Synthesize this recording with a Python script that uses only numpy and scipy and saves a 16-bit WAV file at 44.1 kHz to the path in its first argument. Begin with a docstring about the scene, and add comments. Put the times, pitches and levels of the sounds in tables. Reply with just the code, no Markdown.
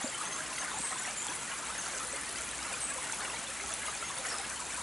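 """A shallow stream runs over stones in a wood, with thin bird calls, a distant engine that slowly
speeds up, and a few soft knocks of a hand on the microphone.
Far water is shaped, flickering noise; bubbles are damped sines that rise in pitch; drops are very short ones;
splashes are bursts of bright noise. Birds are warbling sine glides, the engine is one wavering sine, and knocks
are low damped sines. Scattered echoes surround the near water, the birds and the engine."""
import sys
import numpy as np
from scipy import signal
from scipy.fft import rfft, irfft
from scipy.io import wavfile

SR = 44100
rng = np.random.default_rng(int(sys.argv[2]) if len(sys.argv) > 2 else 0)


def waveform_to_disk(signal):
    """Save audio, clipped to [-1, 1], as 16-bit WAV at the path in sys.argv[1]."""
    frames = np.transpose(np.atleast_2d(signal))
    scaled = np.clip(frames, -1, 1) * 32767
    samples = np.round(scaled).astype(np.int16)
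    wavfile.write(sys.argv[1], SR, samples)


def ratio(d):
    """dB to gain"""
    e = np.asarray(d, float) / 20
    return 10 ** e


N = 212948

# loudest bubbles: (time [s], level before the envelope [dB], starting pitch [Hz])
LOUD_BUBBLES = [(0.011, -32, 780), (0.04, -33, 623), (0.059, -32, 546), (0.077, -29, 4740),
                (0.087, -34, 570), (0.145, -30, 3004), (0.21, -26.5, 1223), (0.231, -32, 1680),
                (0.254, -28, 8430), (0.274, -34, 983), (0.323, -32, 1994), (0.325, -33, 3180),
                (0.362, -27, 7400), (0.405, -28, 1588), (0.528, -32, 2690), (0.581, -27.5, 2020),
                (0.613, -27, 8530), (0.617, -31, 1695), (0.641, -31, 1420), (0.68, -26.5, 1490),
                (0.713, -32, 1050), (0.74, -30.5, 840), (0.771, -32, 744), (0.787, -33, 940),
                (0.839, -34, 914), (0.916, -28.5, 1900), (0.921, -36, 1052), (0.927, -31, 1268),
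                (0.957, -30, 1020), (1.021, -28, 7770), (1.051, -27.5, 1920), (1.075, -34.5, 720),
                (1.075, -33, 2748), (1.266, -33, 845), (1.284, -32, 3280), (1.299, -28, 6030),
                (1.303, -36, 1720), (1.316, -30.5, 1001), (1.496, -31, 2280), (1.516, -31, 2860),
                (1.524, -33, 1065), (1.586, -28, 7200), (1.637, -36, 1331), (1.67, -27, 7550),
                (1.701, -30, 1305), (1.702, -36, 2600), (1.75, -34, 1975), (1.754, -34, 1644),
                (1.785, -35, 1454), (1.86, -32, 4540), (1.862, -31.5, 1356), (1.946, -30.5, 1564),
                (1.948, -30, 6040), (2.004, -30, 1232), (2.044, -34, 1127), (2.127, -24, 8100),
                (2.133, -30.5, 553), (2.162, -25.5, 8090), (2.183, -35, 1938), (2.358, -32.5, 1983),
                (2.358, -31, 4726), (2.382, -33, 1347), (2.389, -34.5, 2295), (2.589, -33, 2224),
                (2.624, -35, 1239), (2.628, -30.5, 4970), (2.654, -33, 1343), (2.675, -39, 1130),
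                (2.69, -35, 2190), (2.708, -34, 2203), (2.727, -36, 1440), (2.738, -34, 2960),
                (2.739, -30, 2440), (2.905, -31, 1630), (2.957, -35, 533), (2.983, -29, 1009),
                (3.046, -40, 1715), (3.096, -29.5, 1397), (3.123, -23, 8600), (3.129, -33, 898),
                (3.206, -31, 1420), (3.214, -34, 4514), (3.225, -33, 1537), (3.246, -34, 1887),
                (3.276, -32, 1233), (3.299, -31, 2707), (3.302, -33, 965), (3.341, -32.5, 914),
                (3.369, -33, 2310), (3.395, -33, 6020), (3.6, -29.5, 2070), (3.639, -34, 799),
                (3.707, -33, 1310), (3.738, -25, 9510), (3.831, -30.5, 2090), (3.843, -33, 1690),
                (3.868, -32, 2820), (3.875, -30, 2090), (3.882, -26.5, 1220), (3.953, -40, 814),
                (4.025, -26, 1345), (4.1, -29, 1117), (4.184, -34, 3470), (4.19, -35, 531),
                (4.242, -34, 1255), (4.268, -26, 7080), (4.304, -32, 4580), (4.317, -37, 476),
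                (4.341, -30, 1210), (4.359, -36, 1424), (4.389, -34, 3790), (4.399, -32, 780),
                (4.409, -34, 2120), (4.525, -31, 1547), (4.62, -30, 955), (4.704, -32, 2290),
                (4.744, -27, 8800), (4.778, -30, 990)]
# sharpest drops on stone: (time [s], level before the envelope [dB], starting pitch [Hz])
SHARP_DROPS = [(0.0258, -33, 7170), (0.1497, -24, 8760), (0.2134, -23, 10600), (0.4633, -33, 7090),
               (0.5686, -23, 10340), (0.7872, -20, 8050), (0.985, -29, 8000), (1.012, -30, 6500),
               (1.2201, -22, 7040), (1.2677, -23, 7035), (1.361, -23, 9920), (1.432, -26, 6810),
               (1.813, -24, 7800), (1.826, -30, 8450), (1.976, -23, 7000), (2.0486, -26, 9140),
               (2.326, -24, 10280), (2.4197, -22, 7250), (2.513, -20, 8470), (2.6586, -34, 9370),
               (2.7318, -27, 9580), (2.8928, -30.5, 7850), (3.051, -27, 8800), (3.06, -29, 7810),
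               (3.1169, -34, 8690), (3.1458, -22, 10060), (3.673, -25, 10470), (3.7385, -19, 9310),
               (3.863, -21, 10210), (3.9439, -31, 9690), (4.0223, -38, 6680), (4.155, -24, 9870),
               (4.1847, -19, 10170), (4.268, -26, 7610), (4.398, -31, 8630), (4.5, -25, 10210),
               (4.6024, -23, 7770), (4.7444, -23, 10000), (4.775, -27, 9000)]


def rms_one(x):
    """Scale to rms 1."""
    return x / np.sqrt(np.mean(x ** 2) + 1e-20)


def in_time(rows):
    """Columns of a curve, one value per sample."""
    s, *columns = np.transpose(rows)
    return [np.interp(np.arange(N) / SR, s, c) for c in columns]


def at_hz(points, hz):
    """Read a curve on a log-frequency axis."""
    points_hz, values = np.transpose(points)
    return np.interp(np.log(hz), np.log(points_hz), values)


def drift(rate_hz):
    """Random wander of rms 1: noise through two equal poles at rate_hz, run at SR / 40."""
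    r = np.exp(-2 * np.pi * rate_hz * 40 / SR)
    noise = rng.standard_normal(N // 40 + 2002)
    slow = signal.lfilter([1], [1, -2 * r, r * r], noise)[2000:]   # skip the filter's start
    return np.interp(np.arange(N) / 40, np.arange(len(slow)), rms_one(slow))


def hiss(spectrum, patchy_db, rate_hz):
    """Stereo noise of rms 1 in overlapping bands 2/3 octave apart, flickering partly together, partly alone."""
    # (frequency [Hz], left-right correlation [0..1])
    likeness = [(60, 1), (170, 0.9), (490, 0.86), (1410, 1), (4030, 0.96), (11500, 0.92)]
    hz = np.maximum(np.fft.rfftfreq(N, 1 / SR), 1)
    mid, side = rfft(rng.standard_normal((2, N))) * ratio(at_hz(spectrum, hz))
    alike = np.clip(at_hz(likeness, hz), 0, 1)
    both = np.sqrt(1 + alike) * mid + np.sqrt(1 - alike) * side * [[1], [-1]]
    third_octave = 3 * np.log2(hz)
    lowest = np.floor(3 * np.log2(spectrum[0][0]))
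    highest = 3 * np.log2(spectrum[-1][0])
    out, together = 0, drift(rate_hz)
    for centre in np.arange(lowest, highest + 2, 2):
        band = np.cos(np.pi / 4 * np.clip(third_octave - centre, -2, 2)) ** 2
        flicker_db = patchy_db * (0.4 * together + drift(rate_hz))
        out = out + irfft(both * band, N) * ratio(flicker_db)
    return rms_one(out)


def ring(s, level_db, hz, t60_ms, rise, spread_db, pinch_cycles=0.33, length=2048):
    """Damped sines, climbing in pitch as a bubble does near the surface; each leans left or right by chance."""
    t = np.arange(length) / SR
    decay = (np.log(1000) * 1000 / np.maximum(t60_ms, 1))[:, None] * t
    phase = 2 * np.pi * hz[:, None] * t * (1 + rise * np.minimum(decay, 7))
    swell = 1 - np.exp(-hz[:, None] * t / pinch_cycles)   # onset as the neck pinches off
    grains = ratio(level_db)[:, None] * swell * np.exp(-decay) * np.sin(phase)
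    lean_db = spread_db * rng.standard_normal((len(s), 1))
    at = (np.round(s * SR).astype(int)[:, None] + np.arange(length)).ravel()
    ears = [(grains * ratio(side * lean_db)).ravel() for side in (1, -1)]
    return np.array([np.bincount(at, ear, N + length)[:N] for ear in ears])


def wood(x, t60_s, wet_db, apart=0.29):
    """Trunks and banks scatter the sound into a fading cloud of echoes, partly different for each ear."""
    t = np.arange(round(0.6 * SR)) / SR
    noise = rng.standard_normal((2, len(t)))
    sparse = rng.random((2, len(t))) < 0.05
    mid, side = noise * sparse * ratio(-60 * t / t60_s) * (t > 0.004)
    echoes = mid + apart * side * [[1], [-1]]
    echoes /= np.sqrt(np.sum(echoes ** 2, axis=1, keepdims=True))
    return x + ratio(wet_db) * signal.fftconvolve(x * np.ones((2, 1)), echoes, axes=1)[:, :N]


def births(surge_db, chance, clump_db, steep):
    """Random moments [s], denser in surges and in quick clumps."""
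    total = np.cumsum(ratio(steep * surge_db + clump_db * drift(16)))
    return np.searchsorted(total, chance * total[-1]) / SR


def swarm(rows):
    """Lift of the flow [dB] that crowds small bubbles or drops round each listed one."""
    lift_db, width_s = 2.5, 0.018
    marks = np.bincount((np.transpose(rows)[0] * SR).astype(int), minlength=N)[:N]
    reach_s = np.arange(-SR // 10, SR // 10) / SR
    return lift_db * np.tanh(signal.fftconvolve(marks, np.exp(-(reach_s / width_s) ** 2), "same"))


def drone():
    """One low engine order: a sine of rising pitch, wavering a little with the air."""
    # (time [s], pitch before wavering [Hz], level before trim and wavering [dB])
    engine = [(0, 56.7, -71), (1, 58.5, -67), (2.4, 62.5, -59.5), (3.5, 65.2, -61), (4.83, 66.1, -61)]
    hz, level_db = in_time(engine)
    gain = ratio(level_db + 1.0 + 2.4 * drift(3.0))
    return gain * np.sin(2 * np.pi * np.cumsum(hz + 0.8 * drift(3.0)) / SR)


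def birds():
    """Near-sine glides with a fast uneven warble, fluttering in level on their way through the leaves."""
    # (time [s], length [s], first pitch [Hz], last pitch [Hz], level before flutter [dB])
    notes = [(0.023, 0.024, 6200, 7400, -37.5), (0.041, 0.027, 7420, 7130, -37.5),
             (0.249, 0.044, 6220, 6450, -41), (0.303, 0.063, 6350, 6400, -41),
             (0.586, 0.041, 6284, 6380, -39.5), (.74, 0.062, 6430, 7967, -40.5),
             (0.764, 0.099, 8520, 8630, -41), (0.822, 0.082, 8350, 8030, -36.5),
             (0.901, 0.07, 8110, 8030, -44), (0.978, 0.027, 7370, 6880, -37.5),
             (1.033, 0.027, 5690, 5480, -44.5), (1.166, 0.069, 7240, 7010, -37),
             (1.387, 0.039, 8160, 7600, -42.5), (1.78, 0.025, 6740, 6100, -34.5),
             (2.795, 0.074, 8600, 8550, -35.5), (2.818, 0.056, 8150, 8100, -40),
             (2.876, 0.048, 7910, 7960, -39.5), (3.849, 0.057, 6796, 6400, -47),
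             (4.004, 0.038, 6770, 6720, -50), (4.04, 0.06, 6540, 6504, -43.5),
             (4.286, 0.037, 5590, 5540, -38), (4.314, 0.02, 5210, 5040, -37.5),
             (4.33, 0.06, 5500, 5540, -56), (4.355, 0.029, 5160, 5120, -46)]
    warble_hz, warble_power = 125, 2.37   # rms depth at 7 kHz; growth of depth with pitch
    out, warble = np.zeros(N), drift(350)
    for s, length_s, first_hz, last_hz, level_db in notes:
        u, at = np.linspace(0, 1, round(length_s * SR)), round(s * SR)
        hz = first_hz + (last_hz - first_hz) * u
        hz = hz + warble_hz * (hz / 7000) ** warble_power * warble[at:at + len(u)]
        swell = np.sin(np.pi * u) ** 0.6
        out[at:at + len(u)] += ratio(level_db) * swell * np.sin(2 * np.pi * np.cumsum(hz) / SR)
    return out * ratio(1.7 * drift(48))


def knocks():
    """Soft knocks on the microphone body: low damped sines of almost steady pitch."""
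    # (time [s], level before the envelope [dB], starting pitch [Hz], t60 [ms])
    hits = [(.042, -25.5, 250, 46), (0.801, -36, 249.3, 48), (1.29, -36, 298, 46)]
    return ring(*np.transpose(hits), rise=0.00098, spread_db=2.0)


def rush():
    """Far water: broad low and middle noise with a slow flicker."""
    # (frequency [Hz], relative density [dB per Hz])
    rush_spectrum = [(18, -40), (30, -20), (50, -5.5), (80, -9), (150, -3.5), (280, -3), (430, -6.5),
                     (620, -4.5), (900, -2), (1420, -1), (2500, -4), (4500, -12), (7150, -25),
                     (12100, -120)]
    return ratio(-43.5) * hiss(rush_spectrum, patchy_db=1.0, rate_hz=7.9)


def spray():
    """Fine spray: treble noise with a fast flicker."""
    # (frequency [Hz], relative density [dB per Hz])
    spray_spectrum = [(2350, -24), (4000, -5.5), (5400, -5), (6300, -0.5), (7800, 1.5), (11200, -1),
                      (14300, -34), (22000, -120)]
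    return ratio(-43.5) * hiss(spray_spectrum, patchy_db=1.5, rate_hz=63.0)


def splashes():
    """Short bright bursts of spray: gated, flickering high-passed noise."""
    # (time [s], length [s], nominal rms level [dB])
    bursts = [(0.572, 0.027, -41), (4.27, 0.056, -42)]
    t, gate = np.arange(N) / SR, np.zeros(N)
    for s, length_s, level_db in bursts:
        attack, release = (t - s) / 0.002, (s + length_s - t) / 0.0066
        gate += ratio(level_db) * np.clip(np.minimum(attack, release), 0, 1)
    noise = rng.standard_normal(N) * ratio(3.4 * drift(150))
    highpass = signal.butter(1, 2500, "high", fs=SR, output="sos")
    return gate * rms_one(signal.sosfilt(highpass, noise))


def drops(surge_db, count=900):
    """Drops tick for a few cycles: the sharpest as listed, a dense patter under them."""
    chance = rng.random((count, 3))
    s = births(surge_db, chance[:, 0], clump_db=4.5, steep=3.3)
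    level_db = -38 + 5.43 * np.minimum(-np.log(chance[:, 2] + 1e-9), 2.8)
    hz = 6000 + 5500 * chance[:, 1]
    patter = ring(s, level_db, hz, np.full(count, 2.5), rise=0.012, spread_db=3.0, length=128)
    s, level_db, hz = np.transpose(SHARP_DROPS)
    return patter + ring(s, level_db, hz, np.full(len(s), 3.5), rise=0.0076, spread_db=0.5, length=256)


def babble(surge_db, count=2400):
    """Small bubbles: big ones ring low and long; a hollow under a stone keeps giving some of nearly one size."""
    # (pitch [Hz], base level before size and envelope [dB])
    base_level = [(250, -56.5), (550, -50), (900, -45), (1400, -43), (2200, -43), (4500, -47.5),
                  (7000, -45), (10500, -42.5)]
    hollow_hz = 565
    chance = rng.random((count, 5))
    s = births(surge_db, chance[:, 0], clump_db=3.0, steep=3.0)
    hz = 250 * (10800 / 250) ** chance[:, 1] ** 0.8
    from_hollow = chance[:, 4] < 0.03
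    hz = np.where(from_hollow, hollow_hz * ratio(0.16 * (chance[:, 1] - 0.5)), hz)
    size_db = 2.7 * np.minimum(-np.log(chance[:, 2] + 1e-9), 2.2)
    t60_ms = 55 * (1000 / hz) ** 0.47 * ratio(12.2 * (chance[:, 3] - 0.5))
    level_db = at_hz(base_level, hz) + size_db
    return ring(s, level_db, hz, t60_ms, rise=0.011, spread_db=1.66, pinch_cycles=2.2, length=1280)


def plops():
    """The loudest bubbles: the smaller, the higher and the shorter."""
    s, level_db, hz = np.transpose(LOUD_BUBBLES)
    t60_ms = 43.8 * (1000 / hz) ** 0.64
    return ring(s, level_db, hz, t60_ms, rise=0.0054, spread_db=0.0, pinch_cycles=1.56)


def near_water():
    """Bubbles, drops and splashes; small bubbles and drops are born more densely as the flow surges."""
    # (time [s], gurgling [dB], spattering [dB]); only the changes count, as birth density
    flow = [(0, -43, -47), (.3, -43, -47), (.6, -43, -46), (.9, -42.5, -47), (1.2, -44, -47),
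            (1.45, -44, -48), (1.7, -44, -47), (2, -43, -46), (2.3, -43, -47), (2.52, -45, -47),
            (2.7, -42, -47), (2.9, -44, -47), (3.25, -42.5, -46), (3.5, -44.5, -48), (3.85, -43, -48),
            (4.1, -44, -47), (4.35, -42.5, -46), (4.55, -44, -48), (4.83, -43, -46)]
    gurgle_db, spatter_db = in_time(flow)
    bubbles = plops() + babble(gurgle_db + swarm(LOUD_BUBBLES))
    return bubbles + drops(spatter_db + swarm(SHARP_DROPS)) + splashes()


def scene():
    """Engine, birds, knocks and water."""
    mix = wood(drone(), t60_s=0.22, wet_db=-7.0, apart=0.95)
    mix = mix + wood(birds(), t60_s=0.6, wet_db=-3.5)
    mix = mix + knocks() + rush() + spray()
    mix = mix + wood(near_water(), t60_s=0.17, wet_db=-8.0)
    return mix * ratio([[0.4], [-0.4]])   # all leans a little left


def low_pass(x):
    """Removes everything above the highest recorded frequency."""
    return signal.sosfilt(signal.butter(12, 12130, fs=SR, output="sos"), x)


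def record(dry):
    """The top is cut steeply above 11050 Hz."""
    lowpass = signal.ellip(14, 0.3, 75, 11050, fs=SR, output="sos")
    return low_pass(signal.sosfilt(lowpass, dry))


dry = scene()
out = record(dry)
waveform_to_disk(out)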